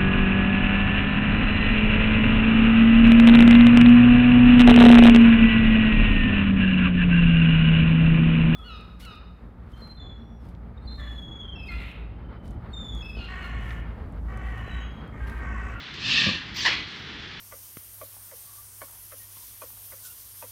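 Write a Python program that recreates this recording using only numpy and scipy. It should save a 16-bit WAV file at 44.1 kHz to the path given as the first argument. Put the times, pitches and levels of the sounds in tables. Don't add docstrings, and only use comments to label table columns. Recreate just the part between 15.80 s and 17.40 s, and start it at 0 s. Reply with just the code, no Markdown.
import sys
import numpy as np
from scipy import signal
from scipy.io import wavfile
from scipy.ndimage import uniform_filter1d

SR = 44100
rng = np.random.default_rng(int(sys.argv[2]) if len(sys.argv) > 2 else 0)


def boost(x):
    u = np.asarray(x, float) / 20
    return 10 ** u


def pcm_store(signal):
    levels = np.round(np.clip(np.atleast_2d(signal), -1, 1) * 32767)
    wavfile.write(sys.argv[1], SR, levels.astype(np.int16).T)


N = 70560
TIME_S = np.arange(N) / SR


def evened(x):
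    return x / np.sqrt(np.mean(x ** 2) + 1e-20)


def curve_at(points, hz):
    point_hz, value = np.transpose(points)
    return np.interp(np.log(hz + 1), np.log(point_hz + 1), value)


def coloured(x, spectrum):
    hz = np.fft.rfftfreq(4096, 1 / SR)
    octaves_below = np.maximum(np.log2(spectrum[0][0] / (hz + 5)), 0)
    octaves_above = np.maximum(np.log2(hz / spectrum[-1][0] + 1e-9), 0)
    level_db = curve_at(spectrum, hz) - 24 * (octaves_below + octaves_above)
    half = np.log(boost(np.maximum(level_db, -110)))
    full = np.concatenate([half, half[-2:0:-1]])
    taps = np.fft.ifft(np.exp(np.conj(signal.hilbert(full)))).real
    return signal.oaconvolve(x, taps / np.linalg.norm(taps))[:len(x)]


def lumpy(patchy_db, flicker_db):
    a, b, patch = rng.standard_normal((N // 64 + 8, 129, 3)).T
    patch = uniform_filter1d(patch, size=3, axis=0)
    patch = evened(uniform_filter1d(patch, size=24, axis=1))
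    flicker = evened(uniform_filter1d(rng.standard_normal(a.shape[1]), size=8))
    z = (a + 1j * b) * boost(patchy_db * patch + flicker_db * flicker)
    noise = signal.istft(z, nperseg=256, noverlap=192)[1]
    return evened(noise[256:N + 256])


def resonate(x, hz, width_hz):
    turn = np.exp(2j * np.pi * np.cumsum(hz * np.ones(len(x))) / SR)
    r = np.exp(-np.pi * width_hz / SR)
    return 2 * (turn * signal.lfilter([1 - r], [1, -r], x / turn)).real


def effort(curve, lead_s=0):
    time_s, level_db = np.transpose(curve)
    level_db = np.interp(TIME_S + lead_s, time_s, level_db, left=-120, right=-120)
    return uniform_filter1d(boost(level_db), size=120)


def burst(start_s, rise_s, level_db, t60_s):
    fall_db = 60 * np.maximum(TIME_S - start_s - rise_s, 0) / t60_s
    return np.clip((TIME_S - start_s) / rise_s, 0, 1) * boost(level_db - fall_db)


def blows(events, modes, rise_s):
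    # hz, level_db
    knock_colour = [(25, -24), (70, 0), (4500, 0), (6000, -6), (8000, -30), (15000, -60)]
    out = np.zeros(N)
    t = np.arange(SR // 3) / SR
    chance = rng.standard_normal((len(events), len(modes), 2))
    middle_hz = modes[len(modes) // 2][0]
    for (start_s, blow_db, tilt_db), row in zip(events, chance):
        ring = np.zeros(len(t))
        for (hz, mode_db, t60_s), (luck, shift) in zip(modes, row):
            level_db = mode_db + tilt_db * np.log2(hz / middle_hz) + 1.5 * luck
            pitch_hz = hz * (1 + .02 * shift)
            ring += boost(level_db - 60 * t / t60_s) * np.sin(2 * np.pi * pitch_hz * t + 2 * shift)
        out[round(start_s * SR):][:len(t)] += boost(blow_db) * ring * (1 - np.exp(-t / rise_s))
    return 2 * coloured(out, knock_colour)


def motors():
    # hz, level_db (dB per Hz)
    rumble_colour = [(12, -37.5), (20, -17.5), (65, 0), (146, 0), (179, -3), (312, -6), (370, -9.5),
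                     (406, -8.5), (800, -36), (1040, -52.5), (1760, -120)]
    whirr_colour = [(350, -39), (600, -16), (687, -15.5), (1940, -4.5), (2390, -7), (3380, -6.5),
                    (4610, -14), (5830, -23), (11500, -67.5), (15000, -100), (22000, -120)]
    # time_s, level_db
    load = [(0, -2.5), (.12, 0), (.22, 2), (.4, 1), (.55, 2.5), (.72, -2), (.85, 4.5), (1.03, 2.5),
            (1.1, -2), (1.27, 1), (1.38, 1.5), (1.62, -0.5)]
    # pitch_hz, level_db (rms)
    whine_table = [(134.6, -71), (1712, -59.5), (3020, -67.5), (3284, -77), (3397, -60), (3930, -63)]
    rumble = boost(-46) * effort(load) * coloured(lumpy(1.0, 0.3), rumble_colour)
    whirr = boost(-42) * coloured(lumpy(0.7, 0.57), whirr_colour)
    whines = np.zeros(N)
    for hz, level_db in whine_table:
        whines += boost(level_db) * evened(resonate(rng.standard_normal(N), hz, width_hz=3.6))
    return rumble + whirr + whines


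def gear_tone():
    # time_s, level_db (rms)
    tone = [
        (0, -53),
        (.3, -61),
        (1.1, -62.5),
        (1.4, -55),
        (1.62, -56),
    ]
    tone_hz = 3460
    waver_hz = 1.3 * evened(uniform_filter1d(rng.standard_normal(N), size=3000))
    return np.sqrt(2) * effort(tone) * np.sin(2 * np.pi * np.cumsum(tone_hz + waver_hz) / SR)


def far_valves():
    # start_s, rise_s, level_db, t60_s
    puffs = [
        (.137, .003, -46, 0.17),
        (1.06, .03, -52, .5),
        (1.15, 0.0092, -58, 0.27),
    ]
    # hz, level_db (dB per Hz)
    far_colour = [(2500, -21), (4500, 3.5), (6000, -8), (8000, -22.5), (10000, -38.5), (15000, -57.5)]
    flow = sum(burst(*puff) for puff in puffs)
    return flow * coloured(lumpy(0.97, 1.3), far_colour)


def carriage_slide():
    # time_s, level_db
    slide = [
        (.1, -62),
        (.2, -38),
        (.26, -29),
        (.3, -24),
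        (.36, -20.5),
        (.44, -21.5),
        (.5, -26),
        (.58, -35),
        (.68, -54.5),
    ]
    # hz, level_db (dB per Hz)
    rush_colour = [(530, -43), (900, -29), (1160, -14.5), (1390, -24.5), (1740, -7), (2110, -14.5),
                   (2600, -1), (3200, -4.5), (4330, -6.5), (7000, -33), (9100, -53), (15400, -120)]
    # pitch_hz, width_hz, level_db, lag_s
    rail_modes = [(1016, 81, -21.5, 0.14), (1647, 99, -7.5, .09), (1814, 190, -3.5, 0.056),
                  (2350, 55, -7, .03), (2580, 90, -5, 0.0071), (2717, 61, -0.5, 0.016),
                  (3580, 47, -3.5, -0.061), (4180, 90, -7.5, -0.036), (4400, 130, -9.5, .01),
                  (4890, 110, -12, .01)]
    # hz, level_db (dB per Hz)
    shudder_colour = [(24, -39), (40, -17), (146, -3.5), (204, -6), (264, -5.5), (364, -19), (1000, -25.5),
                      (1300, -57), (2200, -120)]
    fizz_colour = [(3240, -26.5), (5500, 1), (6110, -10), (7750, -17.5), (8460, -28.5), (14400, -52.5),
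                   (15100, -52), (15500, -82)]
    rush = coloured(lumpy(1.4, 0.27), rush_colour)
    rail = np.zeros(N)
    for hz, width_hz, level_db, lag_s in rail_modes:
        ring = evened(resonate(resonate(rush, hz, width_hz), hz, width_hz))
        rail += boost(level_db - 6) * effort(slide, -lag_s) * ring
    speed = effort(slide)
    top = speed.max()
    shudder = boost(-36.5) * (speed / top) ** 0.73 * coloured(lumpy(2.5, 1.0), shudder_colour)
    fizz_strength = boost(-38) * (effort(slide, lead_s=0.034) / top) ** 1.4
    fizz = fizz_strength * coloured(lumpy(3.7, 1.2), fizz_colour)
    fizz *= np.clip((0.68 - TIME_S) / 0.043, 0, 1)
    return 0.84 * (speed * rush + 0.43 * rail) + shudder + fizz


def carriage_stop():
    # start_s, level_db, brightness_db (per octave)
    thuds = [
        (.458, -33.5, .1),
        (.465, -23, .1),
        (.477, -29, .1),
        (.487, -26, .1),
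        (.51, -34, .1),
        (.532, -35.5, 1.7),
        (.55, -36.5, 1.5),
    ]
    # pitch_hz, level_db, t60_s
    frame = [(78, -5.5, 0.13), (96, -8, 0.091), (153, -5.5, .07), (199.3, 4.5, 0.071), (241, -12, 0.15),
             (334, -6.5, 0.057), (510, -9, 0.056), (612, -10.5, 0.028), (1189, -10.5, .12)]
    return 0.26 * blows(thuds, frame, rise_s=0.0016)


def valve():
    # time_s, level_db
    vent = [
        (.742, -45),
        (.757, -44),
        (.765, -34),
        (.81, -32.5),
        (.846, -27.5),
        (.87, -30),
        (.93, -41),
        (.96, -47),
        (1.0, -63),
    ]
    # hz, level_db (dB per Hz)
    push_colour = [(24, -23), (40, -5.5), (86, 0.5), (177, -4.5), (295, -11.5), (500, -33.5), (650, -53),
                   (1100, -120)]
    jet_colour = [(530, -51.5), (900, -10), (1120, -4), (1430, -29), (1710, -1.5), (4390, -1), (5710, -5.5),
                  (9650, -38), (15050, -51), (15500, -77.5)]
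    spit_colour = [(5000, -53), (8500, -22.5), (10600, -18.5), (13000, -9.5), (14400, 0), (15050, -1.5),
                   (15300, -25), (15700, -55)]
    # start_s, rise_s, level_db, t60_s
    spits = [
        (.136, .002, -75.5, .1),
        (.458, .012, -72, .1),
        (.744, 0.00089, -63.5, .1),
        (.76, .008, -58, .15),
        (.79, .01, -76.5, .3),
        (.851, .001, -64.5, .08),
        (.86, 0.0046, -69, 0.1),
        (1.08, .09, -83, 1.3),
    ]
    spit_flow = np.zeros(N)
    for start_s, rise_s, level_db, t60_s in spits:
        shut = np.clip((start_s + .2 + 0.033 - TIME_S) / .03, 0, 1)
        spit_flow += shut * burst(start_s, rise_s, level_db, t60_s)
    swell = np.sin(np.pi * np.clip((TIME_S - 0.64) / 0.23, 0, 1))
    push = boost(-41.5) * swell * coloured(lumpy(2.2, 1.3), push_colour)
    jet = effort(vent) * coloured(lumpy(2.0, 1.3), jet_colour)
    return push + jet + spit_flow * coloured(lumpy(1.7, 2.2), spit_colour)


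def exhaust():
    # time_s, level_db
    exhaust_flow = [
        (.851, -43),
        (0.876, -28.5),
        (.91, -28),
        (.95, -30.5),
        (.98, -32.5),
        (1.028, -34),
        (1.044, -41.5),
        (1.15, -52),
    ]
    # hz, level_db (dB per Hz)
    blow_colour = [(180, -34.5), (300, -5.5), (601, -14), (1020, -7.5), (2160, 0.5), (2810, -1),
                   (3330, -10.5), (5550, -14.5), (12000, -62.5), (15600, -87), (22000, -120)]
    # pitch_hz, width_hz, level_db
    pipe_modes = [(1994, 110, -3), (2164, 230, -2), (2480, 51, -2), (2948, 90, -5.5), (3320, 170, 2.5),
                  (4060, 90, -8.5), (4230, 110, -5)]
    flow = effort(exhaust_flow)
    air = lumpy(1.5, .6)
    pipe = np.zeros(N)
    for hz, width_hz, level_db in pipe_modes:
        pipe += boost(level_db) * evened(resonate(resonate(air, hz, width_hz), hz, width_hz))
    blow = (flow / flow.max()) ** (2.23 - 1) * coloured(air, blow_colour)
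    return flow * (boost(-3) * evened(pipe) + blow)


def arm():
    # start_s, level_db, brightness_db (per octave)
    clacks = [
        (.8512, -11.5, -1),
        (.855, -18, -2.5),
        (.859, -19, 2),
        (0.8614, -11.5, 0.5),
        (0.8646, -14, 0.5),
        (.869, -18.5, 1.5),
        (0.8747, -19.5, -2),
        (.879, -22, -1.5),
    ]
    # pitch_hz, level_db, t60_s
    arm_modes = [(693, -22.5, 0.042), (887, -18, 0.053), (1053, -10, 0.059), (1684, -3.5, 0.069),
                 (1775, -1.5, 0.063), (1925, -3.5, 0.038), (2540, -19, .05), (2974, -7, 0.095),
                 (3320, -11, 0.041), (3500, -25.5, 0.042), (3830, -11.5, 0.1), (4490, -10.5, 0.054),
                 (5100, -8, 0.033)]
    # hz, level_db (dB per Hz)
    crack_colour = [(290, -60), (500, -20), (955, -4.5), (1410, -26.5), (1750, 1), (2650, -16),
                    (2930, -12.5), (3800, -1.5), (15600, -65)]
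    crack = np.zeros(N)
    for start_s, level_db, _ in clacks:
        fade = np.exp(-np.maximum(TIME_S - start_s, 0) / 0.0044)
        crack += (TIME_S >= start_s) * boost(level_db - 9) * fade
    ring = 0.089 * blows(clacks, arm_modes, rise_s=0.00017)
    return ring + coloured(crack * rng.standard_normal(N), crack_colour)


def hall(x):
    # hz, t60_s
    decay = [(500, 0.19), (1000, 0.38), (2200, 0.22), (4000, 0.82), (8000, 0.24)]
    echoes = np.zeros(SR)
    at = np.arange(300, SR - 20, 20)
    echoes[at + rng.integers(0, 20, len(at))] = rng.choice([-1., 1.], len(at))
    hz, t, z = signal.stft(echoes, SR, nperseg=256)
    fade = boost(-60 * t / curve_at(decay, hz)[:, None])
    tail = signal.istft(z * fade, SR, nperseg=256)[1]
    return signal.fftconvolve(x, tail / np.linalg.norm(tail))[:N]


def scene():
    background = motors() + gear_tone() + far_valves()
    carriage = carriage_slide() + carriage_stop()
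    air = valve() + exhaust()
    clack = arm()
    return (background + carriage + air + clack + boost(-9.5) * hall(clack))[None]


def top_cut(x):
    return signal.sosfilt(signal.butter(12, 15700, fs=SR, output="sos"), x)


def record(dry):
    # hz, level_db
    shelf = [(20, -3), (7800, -1), (8300, -4.5), (12000, -1.5), (15100, 4), (15600, -10.5), (16000, -29.5)]
    mix = 1.021 * coloured(dry[0], shelf)[None]
    return top_cut(mix)


dry = scene()
out = record(dry)
pcm_store(out)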